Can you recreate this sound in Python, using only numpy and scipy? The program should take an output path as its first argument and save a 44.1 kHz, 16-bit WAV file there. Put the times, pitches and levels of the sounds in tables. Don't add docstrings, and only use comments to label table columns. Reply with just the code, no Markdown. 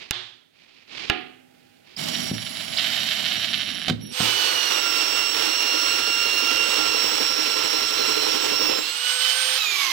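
import sys
import numpy as np
from scipy import signal
from scipy.fft import rfft, irfft, next_fast_len
from scipy.io import wavfile

SR = 44100
rng = np.random.default_rng(int(sys.argv[2]) if len(sys.argv) > 2 else 0)


def digitize_waveform(pressure):
    field = np.atleast_2d(pressure).T
    bounded = np.clip(field, -1, 1)
    quanta = np.round(bounded * 32767).astype(np.int16)
    wavfile.write(sys.argv[1], SR, quanta)


N = 437463
TIME = np.arange(N) / SR

# (frequency [Hz], level [dB], t60 [s])
BIT_MODES = [(751, -7, 0.026), (1850, -4, 0.0057), (2254, -10, 0.011), (3090, 5, 0.007),
             (3700, 1.5, 0.0066), (3980, 3, 0.003)]
# (frequency [Hz], level [dB], t60 [s])
PANEL_MODES = [(112, -6, 0.4), (164, 0, 0.14), (202, 3, 0.11), (236, 4, 0.1), (285, -2, .07),
               (371, -12, 0.039)]
# (frequency [Hz], level [dB], t60 [s])
BOX_MODES = [(318, 4, 0.24), (372, 1, 0.09), (437, 6, 0.12), (473, 4, 0.09), (522, 3.5, 0.11),
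             (821, -1, 0.12), (920, -1, 0.16), (1030, 2, 0.1)]

DRIVE_ATTACK_S, DRIVE_RELEASE_S = 0.028, 0.006
START_S, TOUCH_S, LIFT_S, COASTING_S = 4.105, 4.15, 8.81, 9.58


def from_db(db):
    return 10 ** (np.asarray(db) / 20)


def rms_one(x):
    return x / np.sqrt(np.mean(np.atleast_2d(x).mean(axis=0) ** 2) + 1e-20)


def in_time(rows):
    s, *columns = np.transpose(rows)
    return [np.interp(TIME, s, c) for c in columns]


def at_hz(points, hz):
    f, *columns = np.transpose(points)
    return [np.interp(np.log(hz + 1), np.log(f), c) for c in columns]


def drift(rate_hz):
    step = 40
    r = np.exp(-2 * np.pi * rate_hz * step / SR)
    slow = signal.lfilter([1], [1, -2 * r, r * r], rng.standard_normal(N // step + 2002))
    slow = rms_one(slow[2000:])
    return np.interp(np.arange(N) / step, np.arange(len(slow)), slow)


def pan(db):
    gains = from_db([[db / 2], [-db / 2]])
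    return gains / gains.mean()


def noise(colour):
    # (frequency [Hz], left minus right [dB], likeness [0-1], phase [rad])
    stereo = [(60, 1, 0.81, -4), (160, 0.5, 0.45, 1.8), (310, -7.5, 0.9, -3.5), (564, -9, 0.94, -3.5),
              (1170, -5.5, 0.38, -5), (2270, -10, 0.48, -5.5), (4900, -16.5, 0.1, -5.5),
              (7940, -3.5, 0.14, -5.5), (14100, -15.5, 0.22, -31)]
    size = next_fast_len(N, real=True)
    hz = np.linspace(0, SR / 2, size // 2 + 1)
    lean_db, alike, turn = at_hz(stereo, hz)
    alike = np.clip(alike, 0, .98)
    mid, side = rfft(rng.standard_normal((2, size)))
    sides = np.array([[1], [-1]])
    pair = np.sqrt(1 + alike) * mid + sides * np.sqrt(1 - alike) * side
    pair = pair * from_db(sides * lean_db / 2)
    pair[0] *= np.exp(1j * turn)
    centre = np.sqrt(from_db(lean_db) + from_db(-lean_db) + 2 * alike * np.cos(turn))
    return rms_one(irfft(pair / centre * from_db(at_hz(colour, hz)[0]))[:, :N])


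def ring(clicks, modes):
    out = 0
    for hz, db, t60 in modes:
        r = from_db(-60 / (t60 * SR))
        w = 2 * np.pi * hz / SR
        resonance = signal.lfilter([0, np.sin(w)], [1, -2 * r * np.cos(w), r * r], clicks + 1e-18)
        out = out + from_db(db) * resonance
    return out


def strike(s, db):
    click = np.zeros(N)
    click[round(s * SR)] = from_db(db)
    return click


def cut(x, hz, kind):
    sos = signal.butter(2, min(hz, SR / 2.2), kind, fs=SR, output="sos")
    return signal.sosfilt(sos, x + 1e-18)


def workshop(x, wet_db, lean_db):
    room_t60_s = 0.3
    t = TIME[:SR // 2]
    echoes = rng.standard_normal((2, len(t))) * from_db(-60 * t / room_t60_s)
    echoes *= t > .003
    echoes *= from_db(wet_db) / np.sqrt(np.sum(echoes ** 2, axis=1, keepdims=True))
    reflected = signal.fftconvolve(x[None], echoes, axes=1)[:, :N]
    return pan(lean_db) * (x + reflected) / np.sqrt(1 + from_db(2 * wet_db) / 2)


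def phase_of(hz, jitter, rate):
    return 2 * np.pi * np.cumsum(hz * (1 + jitter * drift(rate))) / SR


def gate(start, end, attack_s, release_s):
    return np.clip((TIME - start) / attack_s, 0, 1) * np.exp(-np.clip((TIME - end) / release_s, 0, 40))


def each_turn(turns):
    return np.diff(np.floor(turns), prepend=np.floor(turns[0]))


def shaken(modes):
    white = noise([(1, 0)])
    return rms_one(cut(ring(white, modes), 115, "high"))


def room_floor():
    # (frequency [Hz], level [dB])
    floor_colour = [(18, -78), (30, -51), (107, -16), (216, -15.5), (253, -14), (497, -22.5), (800, -24),
                    (1100, -37), (1410, -24), (6040, -36), (15000, -39.5)]
    rise_db = np.interp(TIME, [.85, .95], [-8, -1])
    return noise(floor_colour) * from_db(-60.5 + rise_db)


def sliding(grain_db=1.7):
    # (start [s], end [s], level [dB])
    strokes = [(-0.1, 0.027, -41.5), (0.136, 0.214, -50), (0.502, 0.838, -56.5), (0.873, 1.075, -36.5),
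               (1.447, 1.883, -65.5), (1.83, 1.934, -52)]
    # (frequency [Hz], level [dB])
    slide_colour = [(35, -14), (60, -14), (355, -3), (480, -8), (1050, -8), (1520, -7.5), (2420, 3.5),
                    (4730, -3.5), (15000, -52)]
    attack_s, release_s = 0.11, 0.058
    level = sum(from_db(db) * gate(start, end, attack_s, release_s) for start, end, db in strokes)
    return level * from_db(grain_db * drift(56)) * noise(slide_colour)


def hammer(tail_t60=0.56):
    # (time [s], crack [dB], thump [dB], board ring [dB], room tail [dB], tail build-up [s],
    # contact cut-off [Hz])
    blows = [(0.1095, -16, -22.5, -50, -27, 0.026, 13100), (1.0990, -7.5, -17, -32, -27.5, 0.0022, 3550)]
    # (delay [s], level [dB], cut-off [Hz])
    rebounds = [(.0019, -1.5, 4060), (.0066, -11.5, 4000)]
    # (frequency [Hz], level [dB], t60 [s])
    crack_modes = [(835, -7.5, 0.028), (1400, -21, 0.11), (1730, -16, 0.075), (2884, 0, 0.021),
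                   (3880, -2.5, 0.014), (5070, 5.5, 0.0019), (6900, 7.5, 0.0016), (10140, 5, 0.0014),
                   (14500, -1, 0.0029)]
    thump_modes = [(70, -16, 0.077), (136, -2.5, 0.021), (258, -6, 0.015), (533, 4, 0.0078)]
    board_modes = [(254, -17, 2), (366, -16, .62), (420, -7, .42), (734, 0, .5), (803, -2, .3),
                   (804, -32, 5), (1227, -7, .5), (1393, -5, .4), (1690, -4, .41), (1841, -7, .24)]
    # (frequency [Hz], density [dB per Hz])
    tail_colours = [
        [(47, -47), (80, -28), (113, 10), (231, -45), (371, 7), (471, -52), (536, -8.5), (1720, 2), (2500, 2),
         (3440, 11.5), (14000, -46)],
        [(47, -39), (80, -20), (380, -2), (560, -19), (760, -10), (930, -20), (1190, -15), (2830, -4.5),
         (4650, -21.5), (7980, -73), (14000, -68)],
    ]
    out = 0
    for blow, colour in zip(blows, tail_colours):
        s, crack_db, thump_db, ring_db, tail_db, build_s, contact_hz = blow
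        click = strike(s, 0)
        age = np.maximum(TIME - s, 0)
        contacts = click + sum(cut(strike(s + delay, db), hz, "low") for delay, db, hz in rebounds)
        crack = cut(cut(ring(contacts, crack_modes), contact_hz, "low"), 730, "high")
        out = out + pan(-12.0) * from_db(crack_db) * crack
        out = out + pan(4.7) * from_db(thump_db) * ring(click, thump_modes)
        out = out + pan(-18.0) * from_db(ring_db) * ring(click, board_modes)
        tail = from_db(tail_db - 60 * age / tail_t60) * (1 - np.exp(-age / build_s))
        out = out + noise(colour) * tail
    return out


def skid(s, db, length_s):
    clicks_per_s, scatter_db = 2100, -0.5
    age = TIME - s
    touches = (rng.random(N) < clicks_per_s / SR) * (age > 0) * rng.uniform(-0.98, 1, N)
    return strike(s, db) / 2 + touches * from_db(db + scatter_db) * np.exp(-np.clip(age / length_s, 0, 40))


def bumps():
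    # (time [s], panel [dB], click [dB], decay of the skid [s])
    knocks = [(2.314, -26, -34, 0.0081), (3.882, -40, -22.5, 0.018), (3.897, -27, -18.5, 0.005),
              (3.9088, -24, -45, 0.0086), (4.203, -28, -23, 0.01)]
    boom = ring(sum(strike(s, db) for s, db, _, _ in knocks), PANEL_MODES)
    boom = cut(boom, 93, "high")
    click = ring(sum(skid(s, db, length_s) for s, _, db, length_s in knocks), BIT_MODES)
    click = cut(click, 16000, "low")
    return workshop(boom, wet_db=-1.0, lean_db=-1.0) + workshop(click, wet_db=-13.0, lean_db=-11.5)


def controller(octave_db=-47, waver_db=3.5):
    # (start [s], end [s], start [Hz], top [Hz], chirp [dB])
    pulls = [(1.963, 2.765, 4690, 5640, -28), (2.77, 3.894, 3483, 5690, -16), (4, 4.133, 5550, 5620, -62)]
    # (time [s], level [dB])
    switching = [(2.0, -43), (2.25, -34), (2.45, -45), (2.6, -49), (2.8, -40), (3.5, -42), (3.7, -41),
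                 (4.05, -45.5)]
    sweep_s, sag_hz_per_s = 0.006, 89
    chirp_rise_s, chirp_fall_s = .003, .007
    hz, on, chirp = np.zeros(N), 0, 0
    for s, end, start_hz, top_hz, chirp_db in pulls:
        on = on + gate(s, end, DRIVE_ATTACK_S, DRIVE_RELEASE_S)
        age = np.maximum(TIME - s, 0)
        swept = top_hz - (top_hz - start_hz) / (1 + (age / sweep_s) ** 2)
        hz = np.where(TIME >= s, swept - sag_hz_per_s * age, hz)
        chirp = chirp + from_db(chirp_db) * gate(s, s + chirp_rise_s, chirp_rise_s, chirp_fall_s)
    angle = phase_of(hz, jitter=0.0028, rate=100)
    tone = from_db(in_time(switching)[0] + waver_db * drift(44)) * np.sin(angle)
    octave = from_db(octave_db + waver_db * drift(82)) * np.sin(2 * angle)
    return pan(-12.0) * on * (tone + octave) + workshop(chirp * np.sin(angle), wet_db=-6, lean_db=-12)


def driver(clicks_per_s=480, slowing=.75, easing=0.1, rasp_db=-0.5):
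    # (start [s], end [s], gear [dB], gear loss by the stage's end [dB],
    # bit chatter [dB], panel rumble [dB])
    drives = [(1.963, 2.309, -32, 1.5, -40, -40), (2.314, 2.774, -39, -5, -44, -47),
              (2.762, 3.898, -31.5, 14, -28, -45), (3.977, 4.124, -71, 1.5, -48, -43.5)]
    # (time [s], length [s], level [dB])
    bursts = [(2.143, 0.015, -25), (2.382, 0.011, -38), (2.414, 0.014, -36), (2.461, 0.016, -31),
              (2.549, 0.032, -33), (2.594, 0.027, -34), (2.724, 0.014, -31.5), (2.78, 0.028, -26.5),
              (2.838, 0.017, -23), (2.866, 0.0079, -26), (2.91, 0.028, -33), (2.957, 0.018, -25.4),
              (2.983, 0.017, -31), (3.025, 0.01, -27), (3.083, 0.0085, -21.5), (3.109, 0.015, -21),
              (3.162, 0.015, -40), (3.191, 0.014, -30), (3.236, 0.033, -26.4), (3.309, 0.028, -25),
              (3.343, 0.02, -25.2), (3.427, 0.02, -23), (3.527, 0.021, -20), (3.588, 0.042, -26),
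              (3.661, 0.029, -27.5)]
    # (time [s], level before the common tick_db [dB])
    tick_times = [(2.382, -13), (2.5704, -16), (2.6818, -18), (2.8014, -13), (2.8484, -12), (2.9714, -13),
                  (3.1956, -13), (3.313, -11.5), (3.3215, -12), (3.3977, -13.5), (3.5952, -13),
                  (3.6172, -13), (3.6903, -15), (3.7044, -14), (3.7218, -19), (3.7848, -15), (3.818, -13),
                  (3.8252, -17), (3.8477, -15), (3.8699, -14), (4.013, -33)]
    # (frequency [Hz], level [dB])
    gear_colour = [(150, -62), (370, -13), (470, -27), (620, 1), (950, -10), (1400, -5.5), (1950, -4),
                   (2250, 1.5), (2520, -6), (3080, 4.5), (3520, -1.5), (4950, 0), (6100, -13), (6800, -7),
                   (9500, -15.5), (15500, -20)]
    tick_db, surge_attack_s, surge_release_s = -8, .004, .003
    gear = chatter = rumble = drag_db = 0
    for start, end, gear_db, loss_db, chatter_db, rumble_db in drives:
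        on = gate(start, end, DRIVE_ATTACK_S, DRIVE_RELEASE_S)
        tight_db = loss_db * np.clip((TIME - start) / (end - start), 0, 1) ** 2
        gear = gear + on * from_db(gear_db - tight_db)
        chatter = chatter + on * from_db(chatter_db - easing * tight_db)
        rumble = rumble + on * from_db(rumble_db)
        drag_db = drag_db + on * tight_db
    angle = phase_of(clicks_per_s * from_db(-slowing * drag_db), jitter=.2, rate=150)
    force_db = 2 * np.clip(rng.standard_normal(N), -2, 1) + 1.5 * np.minimum(drift(50), 1)
    clicks = each_turn(angle / (2 * np.pi)) * from_db(force_db)
    rattle = sum(ring(clicks * rng.uniform(.3, 1, N), [mode]) for mode in BIT_MODES)
    rattle = rms_one(cut(cut(rattle, 2530, "high"), 3500, "low"))
    surges = sum(from_db(db) * gate(s, s + length, surge_attack_s, surge_release_s)
                 for s, length, db in bursts)
    ticks = ring(sum(strike(s, db + tick_db) for s, db in tick_times), BIT_MODES)
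    ticks = cut(cut(ticks, 1800, "high"), 2700, "low")
    bit = workshop(rattle * np.hypot(chatter, surges) + ticks, wet_db=-6, lean_db=-10.5)
    rasp = from_db(1.5 * drift(61) + rasp_db * np.cos(angle))
    return bit + gear * rasp * noise(gear_colour) + rumble * shaken(PANEL_MODES)


def motor_speed():
    # (time [s], speed [turns per s])
    held_speed = [(4.12, 501), (4.32, 497), (4.55, 485), (4.87, 460), (5.15, 460), (5.6, 464), (6.7, 461.5),
                  (7.25, 456.6), (8.1, 456.7), (8.62, 458.5), (8.76, 445)]
    free_speed, working_speed, coast_speed = 519, 457, 441
    spin_up_s, coast_s = .26, 1.38
    held = in_time(held_speed)[0]
    driven = free_speed - (free_speed - held) * np.exp(-np.maximum(TIME - LIFT_S, 0) / spin_up_s)
    speed = np.where(TIME < COASTING_S, driven, coast_speed * np.exp((COASTING_S - TIME) / coast_s))
    load = (TIME < COASTING_S) * (free_speed - driven) / (free_speed - working_speed)
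    return speed, load


def belt(speed):
    # (frequency [Hz], level [dB], t60 [s])
    frame_modes = [(120, 0, .06), (305, -1, .05)]
    turns_per_lap, roller_turns_per_lap = 40, 5
    box_db, roller_db = -46, -63
    seam_place, seam_db, seam_s = .63, -50, .022
    seam_hz, seam_fall_hz_per_s = 300, 3600
    laps = np.cumsum(speed) / SR / turns_per_lap
    age = (laps - seam_place) % 1 * turns_per_lap / speed
    slap = np.exp(-(age / seam_s) ** 2) * np.minimum(age / .003, 1)
    shaking = noise([(1, 0)]) * (1 + 1.8 * slap) * from_db(1.5 * drift(30))
    flutter = from_db(box_db) * rms_one(cut(ring(shaking, BOX_MODES), 290, "high"))
    seam_angle = 2 * np.pi * age * (seam_hz - seam_fall_hz_per_s * age / 2)
    chirp = from_db(seam_db + 2 * drift(9)) * slap * np.sin(seam_angle)
    pulse_db = 3 * drift(30) + 5 * np.cos(2 * np.pi * laps)
    roller = each_turn(laps * roller_turns_per_lap) * from_db(pulse_db)
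    roller = from_db(roller_db) * rms_one(cut(ring(roller, frame_modes), 100, "high"))
    return flutter + pan(-8) * chirp + roller


def sander_tones(angle, contact, load, rough=0.22, coast_db=-7):
    # (time [s], third order [dB], sixth [dB], ninth [dB])
    tone_levels = [(4.2, -51, -34, -39), (4.5, -39.5, -26, -31), (4.85, -33, -31, -45),
                   (5.4, -35.5, -30, -37), (5.85, -34, -25.5, -36.5), (6.4, -33, -27.5, -34),
                   (6.8, -31.5, -26.5, -38), (7.05, -36.5, -33, -32.5), (8.6, -38.5, -31.5, -32),
                   (8.95, -41.5, -31.5, -41), (9.3, -36.5, -28, -39), (9.55, -30.5, -34, -55),
                   (9.62, -40, -28.5, -25.5), (9.9, -33, -27, -45)]
    # (multiple of motor speed, under load [dB], running free [dB])
    orders = [(1, -58, -46), (6.5, -43, -65), (11.5, -40, -65), (12.5, -41, -65)]
    twelfth_loaded_db, twelfth_free_db = -24.5, -49
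    third_db, sixth_db, ninth_db = in_time(tone_levels)
    effort = contact * np.minimum(load, 1)
    coasting = TIME >= COASTING_S

    def tone(order, db, blur, fade=.42):
        turn = order * angle + (blur + coasting) * drift(22.6)
        paths = (1 + fade * drift(5)) * np.sin(turn) + fade * drift(5) * np.cos(turn)
        return from_db(db) * (1 + rough * drift(140)) * paths

    tones = sum(tone(k, free + effort * (loaded - free), blur=.04 * k) for k, loaded, free in orders)
    tones = tones * from_db(coast_db * coasting)
    tones = tones + tone(3, third_db, blur=.45) + tone(6, sixth_db, blur=.25) + tone(9, ninth_db, blur=1.4)
    twelfth_db = twelfth_free_db + effort * (twelfth_loaded_db - twelfth_free_db)
    twelfth = tone(12, twelfth_db, blur=.25, fade=.12)
    return workshop(tones, wet_db=-9, lean_db=-10) + workshop(twelfth, wet_db=-13, lean_db=-16.5)


def sander_whine(speed, contact, load, loss_db, waver_db=3.0, coast_db=-5):
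    multiple, slip = 16.8, .162
    sanding_db, free_db, octave_db = -40, -29.5, -42.5
    angle = phase_of(speed * (multiple + slip * load), jitter=0.00061, rate=58.5)
    coasting = TIME >= COASTING_S
    db = contact * sanding_db + (1 - contact) * (free_db - 1.1 * loss_db) + coast_db * coasting
    smear = 1.2 * coasting * drift(150)
    octave_level = from_db(octave_db + 2.1 * coasting + waver_db * drift(8))
    octave = octave_level * np.sin(2 * angle + smear)
    whine = from_db(db + waver_db * drift(11.4)) * np.sin(angle)
    return workshop(whine + octave, wet_db=-12, lean_db=-6)


def sander(beat_depth=0.05, judder_db=1.5, start_s=0.11, touch_s=0.086, lift_s=0.07):
    # (frequency [Hz], level [dB])
    air_colour = [(120, -62), (200, -45.5), (858, -8.5), (940, -11), (1210, -5.5), (1880, -5), (3120, 2),
                  (5010, -2), (8820, -17), (12000, -16), (14400, -23), (15500, -24)]
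    cut_colour = [(40, -54), (110, -16), (190, -61), (330, -8.5), (700, -11.5), (1340, -5), (1650, -8),
                  (2200, -6.5), (2850, -3), (4700, -9), (5500, -8.5), (6300, -14), (9000, -23),
                  (15500, -22.5)]
    # (time [s], level [dB])
    catches = [(7.204, -37), (8.598, -41), (8.696, -38)]
    fan_db, fan_load_loss_db, coast_loss_db = -24, 8.5, 2.5
    grit_db, grit_swing_db, box_rise_db_per_s = -29.5, 1.4, 2
    speed, load = motor_speed()
    contact = gate(TOUCH_S, LIFT_S - lift_s / 2, touch_s, lift_s)
    angle = phase_of(speed, jitter=0.001, rate=33)
    loss_db = fan_load_loss_db * load + coast_loss_db * (TIME >= COASTING_S)
    fan = noise(air_colour) * from_db(fan_db - loss_db + drift(8.7))
    judder = drift(6.5)
    bite = 1 + beat_depth * np.cos(angle / 2) + .2 * drift(140)
    grit = noise(cut_colour) * from_db(grit_db + grit_swing_db * judder) * bite
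    box = belt(speed) * from_db(box_rise_db_per_s * (TIME - TOUCH_S) + judder_db * judder)
    jolts = ring(sum(strike(s, db) for s, db in catches), BOX_MODES)
    jolts = workshop(cut(cut(jolts, 260, "high"), 700, "low"), wet_db=-6, lean_db=-8)
    motor = fan + sander_tones(angle, contact, load) + sander_whine(speed, contact, load, loss_db)
    return np.clip((TIME - START_S) / start_s, 0, 1) * motor + contact * (grit + box + jolts)


def scene():
    return room_floor() + sliding() + hammer() + bumps() + controller() + driver() + sander()


def record(dry):
    return signal.sosfilt(signal.ellip(12, .1, 90, 15900, fs=SR, output="sos"), dry)


dry = scene()
out = record(dry)
digitize_waveform(out)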